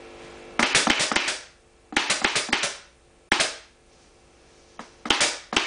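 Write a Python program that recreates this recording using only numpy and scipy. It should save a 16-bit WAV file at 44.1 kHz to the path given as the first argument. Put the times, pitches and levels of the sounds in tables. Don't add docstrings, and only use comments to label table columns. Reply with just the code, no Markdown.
import sys
import numpy as np
from scipy import signal
from scipy.fft import rfft, irfft
from scipy.io import wavfile
from scipy.ndimage import uniform_filter1d, minimum_filter1d

SR = 44100
rng = np.random.default_rng(int(sys.argv[2]) if len(sys.argv) > 2 else 0)


def dump_mix(stems):
    frames = np.atleast_2d(stems).T
    limited = np.clip(frames, -1, 1)
    pcm = np.round(limited * 32767).astype(np.int16)
    wavfile.write(sys.argv[1], SR, pcm)


def rack_gain(trim_db):
    fader = np.asarray(trim_db, float)
    return 10 ** (fader / 20)


N = 249606
T = np.arange(N) / SR

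# start_s, slam_db, slam_ring_hz, rebound_db, room_db
SHOTS = [
    (0.6291, -4, 2050, -5.5, -21.5),
    (0.9007, -4, 1860, -3, -29.5),
    (1.1609, -7.5, 1900, -3.5, -26),
    (1.9672, -4.5, 1910, -5.5, -19),
    (2.2462, -4, 1800, -5, -22),
    (2.529, -6.5, 1945, -4, -22),
    (3.3192, -1.5, 1800, -5.5, -19),
    (5.1051, 0, 3080, -3, -19),
    (5.5666, -2.5, 2810, -4, -22),
]
# start_s, click_db, jet_db, jet_length_ms, held_leak_db
VENTS = [
    (.7468, -3, -15.5, 23.4, -30),
    (0.993, -12, -20.5, 30, -27.5),
    (1.274, -23, -23, 11, -30),
    (2.097, -10.5, -18, 5.5, -35),
    (2.354, -11, -20, 12.4, -33.5),
    (2.625, -31, -21.5, 5.2, -32),
    (3.3973, -6.5, -19.5, 10.4, -53),
    (5.2043, -8, -19.5, 37, -35.5),
]
# start_s, peak_db, wood_db, knock_ring_hz, room_db
BUMPS = [
    (0.5945, 2, -17.5, 1510, -17),
    (0.8707, -1.5, -19.5, 1130, -21.5),
    (1.1164, -3.5, -21.5, 1220, -23.5),
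    (1.9247, -49.5, -28, 876, -43),
    (2.2175, -14.5, -24, 1490, -32.5),
    (2.488, -20, -25, 1017, -36.5),
    (4.7938, -17.5, -31.5, 1100, -36),
    (5.056, -15.5, -24, 1390, -30.5),
    (5.5284, -10, -21.5, 1020, -27),
]
# start_s, rise_s, hold_s, rustle_db, rub_db
HAND = [
    (3.8, .12, 0.16, -63.5, -62),
    (4.1, .45, 0.31, -62, -65),
    (4.796, .02, 0.022, -64, -70),
]
# mode_hz, level_db, t60_s
FRAME_MODES = [(253.8, -1, 0.044), (335, -2, 0.057), (483.4, -6, 0.013), (560.7, -20.5, 0.12),
               (809.4, -17.5, 0.035), (820, 2, 0.11), (1253.7, -6.5, 0.06)]
# mode_hz, level_db, t60_s
SEAT_MODES = [(238.3, -4.5, 0.13), (300.7, -3.5, 0.13), (460, -8.5, 0.023), (763, -6, 0.045),
              (1240, -6.5, .02), (1700, -21.5, 0.0092)]
# mode_hz, level_db, t60_s
BODY_MODES = [(1470, -5.5, 0.029), (2140, -8, 0.023), (2320, 1.5, 0.0049), (3070, 1, .015),
              (4630, -15, 0.024), (5400, -14, .015), (7600, -18, .02)]
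# freq_hz, density_db
JET_SPECTRUM = [(59, -48), (100, -16), (370, -7.5), (564, -0.5), (985, -9.5), (1340, -4.5), (2680, -1.5),
                (2890, -4), (3250, -3), (9900, -10.5), (12900, -35.5), (21800, -120)]
# freq_hz, density_db
LEAK_SPECTRUM = [(150, -38), (300, -7.5), (900, -9.5), (2000, -4), (2450, 0), (3000, -1.5), (3600, -8.5),
                 (5000, -10.5), (10000, -28)]
# centre_hz, width_hz, level_db
PORTS = [(1856, 55, -5), (2445, 160, -4), (2685, 53, -1.5), (3130, 90, -2)]
# freq_hz, level_db
CRACK_SPECTRUM = [(120, -27.5), (200, -15.5), (330, 2.5), (600, -18.5), (850, 3), (1300, -4), (2500, -2.5),
                  (4000, -5.5), (6500, -13.5), (10000, -24)]
# freq_hz, level_db
THUD_SPECTRUM = [(120, -8), (230, -7), (500, -3.5), (1100, -3), (1800, -8.5), (3000, -15.5), (5500, -15),
                 (10000, -25.5)]
# freq_hz, t60_s
ROOM_T60 = [(100, 0.16), (260, 0.24), (700, .41), (1840, 0.51), (4850, 0.45), (10000, 0.27)]
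# freq_hz, level_db
ROOM_COLOUR = [(100, -4.5), (300, 7.5), (1000, 3), (3000, -4.5), (6000, 4.5), (10000, 1.5)]
# delay_ms, level_db
ECHOES = [(10.5, -9.5), (17, -14.5), (27, -16.5)]
# freq_hz, density_db
AIR_SPECTRUM = [(18, -44), (30, -5.5), (190, -10.5), (348, -14), (393, -10), (443, -4.5), (686, -13.5),
                (756, -5.5), (896, -12), (2610, -15.5), (9900, -30.5), (12900, -63.5), (21800, -120)]
# multiple, level_db
MOTOR_PARTIALS = [(5, -59), (6, -62), (7, -51), (8, -64), (9, -52.5), (10, -58.5), (11, -56.5), (12, -61.5),
                  (13, -62), (14, -64.5), (15, -60), (16, -63.5)]
# multiple, level_db
BALLAST_PARTIALS = [(8, -67.5), (9, -65.5), (11, -63.5), (12, -73.5), (14, -65.5), (17, -69), (18, -71),
                    (19, -63), (20, -66.5), (21, -70), (22, -63.5), (23, -74.5), (27, -72.5)]
# freq_hz, density_db
PREAMP_SPECTRUM = [(15, -41), (25, 2), (250, -11.5), (298, -12.5), (445, -13.5), (896, -20), (1270, -19),
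                   (1520, -27), (9900, -24.5), (12900, -59.5), (21800, -120)]

AIR_DB, MOTOR_HZ, BALLAST_HZ = -49, 49.76, 121.2
PREAMP_DB, MAINS_DB = -60.5, -67
LAST_LEAK_DB, PORTS_DB = -32, -10
SWELL_MS, SWELL_MS_PER_DB = 0.6, 0.1743
REBOUND_LAG_S, LAG_S_PER_HZ = 0.0046, 0.57e-6
HAND_T60_S = 1.3
START_GAIN_DB, DUCK_DB, DUCK_S = 0.74, 12.5, 0.16
HELD_DB, CREEP_DB, CREEP_S = -17.5, 6.5, 0.8
FRAME_S, FRAME_START_S = 0.036, 0.013
BAND_LIMIT_HZ = 10020


def at_hz(points, hz):
    table = np.array(points)
    return np.interp(np.log(np.maximum(hz, 1)), np.log(table[:, 0]), table[:, 1])


def coloured(spectrum, size=N):
    hz = np.fft.rfftfreq(size, 1 / SR)
    white = rfft(rng.standard_normal(size))
    noise = irfft(white * rack_gain(at_hz(spectrum, hz)), size)
    return noise / noise.std()


def drift(rate_hz):
    knots = rng.standard_normal(int(T[-1] * 60) + 2)
    return np.interp(T * rate_hz, np.arange(len(knots)), knots)


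def butter(x, order, hz, kind="low"):
    return signal.sosfilt(signal.butter(order, hz, kind, fs=SR, output="sos"), x)


def clicks(at_s, db):
    train = np.full(N, 1e-18)
    train[np.round(np.asarray(at_s) * SR).astype(int)] = rack_gain(db)
    return train


def ring(x, hz, t60_s):
    r, w = rack_gain(-60 / (t60_s * SR)), 2 * np.pi * hz / SR
    return signal.lfilter([0, np.sin(w)], [1, -2 * r * np.cos(w), r * r], x)


def strike(at_s, db, modes, spread_db):
    luck_db = spread_db * rng.standard_normal((len(at_s), len(modes)))
    out = np.zeros(N)
    for k, (hz, mode_db, t60_s) in enumerate(modes):
        out += ring(clicks(at_s, db + mode_db + luck_db[:, k]), hz, t60_s)
    return out


def burst(at_s, rise_s, hold_s, t60_s):
    t = T - at_s
    fall_s = np.clip(t - rise_s - hold_s, 0, 2)
    return np.clip(t / rise_s, 0, 1) ** 2 * rack_gain(-60 * fall_s / t60_s)


def snap(at_s, db, hz, cycles):
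    t = np.clip(T - at_s, 0, 0.05)
    return rack_gain(db) * np.sin(2 * np.pi * hz * t) * np.exp(-(t * hz / cycles) ** 2)


def half_octaves(size, low_hz, octaves):
    white = rng.standard_normal((2, size))
    edges = low_hz * 2 ** np.arange(0, octaves, 0.5)
    for k, (low, high) in enumerate(zip(edges, edges[1:])):
        yield np.sqrt(low * high), butter(white[k % 2], 2, [low, high], "band")


def hum(base_hz, partials, waver_db):
    out = np.zeros(N)
    for multiple, db in partials:
        level = np.sqrt(2) * rack_gain(db + waver_db * drift(8.3))
        out += level * np.sin(2 * np.pi * (multiple * base_hz * T + rng.random()))
    return out


def background():
    air = rack_gain(AIR_DB + 1.4 * drift(8)) * coloured(AIR_SPECTRUM)
    return air + hum(MOTOR_HZ, MOTOR_PARTIALS, 0.5) + hum(BALLAST_HZ, BALLAST_PARTIALS, 0.62)


def camera_gain_db():
    loud_s = np.sort([BUMPS[0][0]] + [row[0] for row in [*SHOTS, *VENTS]])
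    since_s = T - loud_s[np.maximum(np.searchsorted(loud_s, T) - 1, 0)]
    after_s = np.maximum(since_s, 0)
    creep_db = CREEP_DB * (1 - np.exp(-after_s / CREEP_S))
    duck_db = DUCK_DB * np.exp(-after_s / DUCK_S)
    return np.where(since_s < 0, START_GAIN_DB, HELD_DB + creep_db - duck_db)


def workshop(x):
    size = int(0.7 * SR)
    t, tail = np.arange(size) / SR, 0
    for hz, band in half_octaves(size, 70, 7.6):
        tail = tail + band * rack_gain(at_hz(ROOM_COLOUR, hz) - 60 * t / at_hz(ROOM_T60, hz))
    tail = tail * np.clip((t - 0.004) / 0.032, 0, 1)
    return signal.fftconvolve(x, tail / np.sqrt(np.sum(tail ** 2)))[:N]


def afterglow(events, colour, build_s):
    at_s, room_db = np.array(events)[:, 0], np.array(events)[:, -1]
    slow = np.exp(-1 / (build_s * SR))
    power = signal.lfilter([1 - slow], [1, -slow], clicks(at_s + 0.009, 2 * room_db))
    tail = 0
    for hz, band in half_octaves(N, 100, 7.1):
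        decay = rack_gain(-120 / (at_hz(ROOM_T60, hz) * SR))
        left = signal.lfilter([1], [1, -decay], power)
        tail = tail + band * np.sqrt(left) * rack_gain(at_hz(colour, hz) + 7)
    return tail


def hand():
    rustle = coloured([(800, -12), (2500, -4), (6000, 4), (9500, -18)]) * rack_gain(1.3 * drift(33))
    rub = coloured([(200, -13.5), (420, -9), (800, -20), (1600, -30.5)]) * rack_gain(3 * drift(20))
    out = np.zeros(N)
    for at, rise_s, hold_s, rustle_db, rub_db in HAND:
        brush = rack_gain(rustle_db) * rustle + rack_gain(rub_db) * rub
        out += burst(at, rise_s, hold_s, HAND_T60_S) * brush
    return out


def bumps(spit):
    s, peaks_db, wood_db, _, _ = np.transpose(BUMPS)
    knock = strike(s, wood_db, SEAT_MODES, 3) + strike(s - 0.0016, peaks_db - 17, SEAT_MODES, 3.3)
    rattle = strike(s - 0.0022, peaks_db - 28, BODY_MODES, 2)
    thud = coloured(THUD_SPECTRUM)
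    for at, peak_db, _, hz, room_db in BUMPS:
        knock += snap(at, peak_db - 2.5, hz, cycles=1.1)
        knock += snap(at + 0.0005, peak_db - 12, 1.44 * hz, cycles=2.9)
        rattle += rack_gain(peak_db - 35.5) * burst(at - 0.004, 0.0037, 0, 0.064) * spit
        rattle += rack_gain(room_db - 0.5) * burst(at, 0.001, 0.0024, 0.086) * thud
    return butter(knock, 2, 2800) + rattle


def trigger_leak():
    leak = coloured(LEAK_SPECTRUM)
    sung = 0
    for hz, width_hz, db in PORTS:
        sung = sung + rack_gain(db) * np.sqrt(width_hz) * ring(leak, hz, 2.7 / width_hz)
    return (0.99 * leak + rack_gain(PORTS_DB) * sung / sung.std()) * rack_gain(1.3 * drift(55))


def vents():
    jet = coloured(JET_SPECTRUM) * rack_gain(1.2 * drift(58))
    leak = trigger_leak()
    puff = coloured([(80, -29.5), (120, -2.5), (180, -6), (300, -22)])
    out = rack_gain(LAST_LEAK_DB) * burst(SHOTS[-1][0] + 0.0036, 0.0068, 0.2, 0.1) * leak
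    for (at, click_db, jet_db, length_ms, leak_db), shot in zip(VENTS, SHOTS):
        shot_s = shot[0]
        swell_s = (SWELL_MS - SWELL_MS_PER_DB * click_db) / 1000
        out += snap(at + 0.001, click_db - 2, hz=1800, cycles=1.55)
        out += rack_gain(jet_db - 11) * burst(at, 0.0057, 0.012, 0.068) * puff
        out += rack_gain(jet_db) * burst(at + 0.00077, swell_s, length_ms / 1000, 0.22) * jet
        out += rack_gain(leak_db) * burst(shot_s + 0.0062, 0.0057, at - shot_s - 0.01, 0.027) * leak
    return out


def shots(spit):
    s, slams_db, rings_hz, rebounds_db, _ = np.transpose(SHOTS)
    backs_s = s + REBOUND_LAG_S - LAG_S_PER_HZ * rings_hz
    near = strike(s - 0.0003, slams_db - 22.5, FRAME_MODES, 1.8)
    near += strike(s, slams_db - 27, BODY_MODES, 2.1)
    rebound = strike(backs_s, rebounds_db - 10.5, BODY_MODES, 2.4)
    crack = coloured(CRACK_SPECTRUM)
    for (at, db, hz, back_db, _), back in zip(SHOTS, backs_s):
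        rebound += snap(back, back_db, 1900 + 0.36 * hz, cycles=1.7)
        near += snap(at, db, hz, cycles=2.6)
        near += snap(at - 0.0002, db - 14, hz=340, cycles=0.8)
        near += snap(back - 0.0006, back_db - 13, hz=366, cycles=0.58)
        near += rack_gain(-19.5) * burst(at - 0.007, 0.0056, 0.0015, 0.01) * spit
        near += rack_gain(-19) * burst(back, 0.00034, 0.00067, 0.075) * crack
    echoes = sum(rack_gain(db) * np.roll(rebound, int(ms * SR / 1000)) for ms, db in ECHOES)
    return near + rebound + echoes


def scene():
    spit = coloured([(1500, -9.5), (4000, 3.5), (8000, 1.5), (10500, -3.5)])
    shot, vent = shots(spit), vents()
    blows = butter(shot + bumps(spit), 6, 200, "high")
    bench = rack_gain(-18.5) * butter(shot, 2, 150)
    room = afterglow(SHOTS, CRACK_SPECTRUM, build_s=0.01) + afterglow(BUMPS, THUD_SPECTRUM, build_s=0.004)
    room = room + rack_gain(-9.5) * workshop(vent)
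    return (rack_gain(camera_gain_db()) * background() + hand() + room + vent + bench + blows)[None]


def starve(x, depth_db, luck_db):
    _, _, z = signal.stft(x, nperseg=512)
    power = (abs(z[:256]) ** 2).reshape(32, 8, -1).sum(axis=1)
    level_db = 10 * np.log10(power + 1e-20)
    loudest_db = -minimum_filter1d(-level_db[1:].max(axis=0), size=3)
    keep = level_db + luck_db * rng.standard_normal(level_db.shape) > loudest_db - depth_db
    keep[:6] = True
    z[:256] *= np.repeat(keep, 8, axis=0)
    return signal.istft(z, nperseg=512)[1][:N]


def coarse_frames(x, depth_db, own, luck_db):
    _, s, z = signal.stft(x, SR, nperseg=256, noverlap=192)
    power = (abs(z[:128]) ** 2).reshape(32, 4, -1).sum(axis=1)
    level_db = 10 * np.log10(uniform_filter1d(power, size=5) + 1e-13)
    frame = np.floor((s - FRAME_START_S) / FRAME_S).astype(int) + 1
    loudest_db = np.full((frame[-1] + 1, 32), -200.0)
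    np.maximum.at(loudest_db, frame[2:], level_db.T[:-2])
    overall_db = loudest_db[:, 1:].max(axis=1, keepdims=True)
    spared_db = 0.25 * (overall_db.max() - overall_db) + 9.8 * np.exp(-np.arange(32) / 2.3)
    floor_db = own * loudest_db + (1 - own) * overall_db - spared_db - depth_db
    luck = luck_db * rng.standard_normal((32, len(s) // 4 + 1)).repeat(4, axis=1)[:, :len(s)]
    keep = level_db + luck > floor_db[frame].T
    z[:128] *= np.repeat(keep, 4, axis=0)
    return signal.istft(z, SR, nperseg=256, noverlap=192)[1][:N]


def low_pass(x):
    return signal.sosfilt(signal.butter(12, 15800, fs=SR, output="sos"), x)


def record(dry):
    x = dry[0] + rack_gain(PREAMP_DB) * coloured(PREAMP_SPECTRUM) + hum(59.6, [(1, MAINS_DB)], 2)
    top = np.where(x > 0, 1.22, 0.56)
    x = starve(top * np.tanh(x / top), depth_db=27.5, luck_db=7.5)
    x = coarse_frames(x, depth_db=18, own=0.5, luck_db=4.5)
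    x = signal.sosfilt(signal.ellip(14, 0.3, 75, BAND_LIMIT_HZ, fs=SR, output="sos"), x)
    mix = np.clip(x, -0.72, 0.72)[None]
    return low_pass(mix)


dry = scene()
out = record(dry)
dump_mix(out)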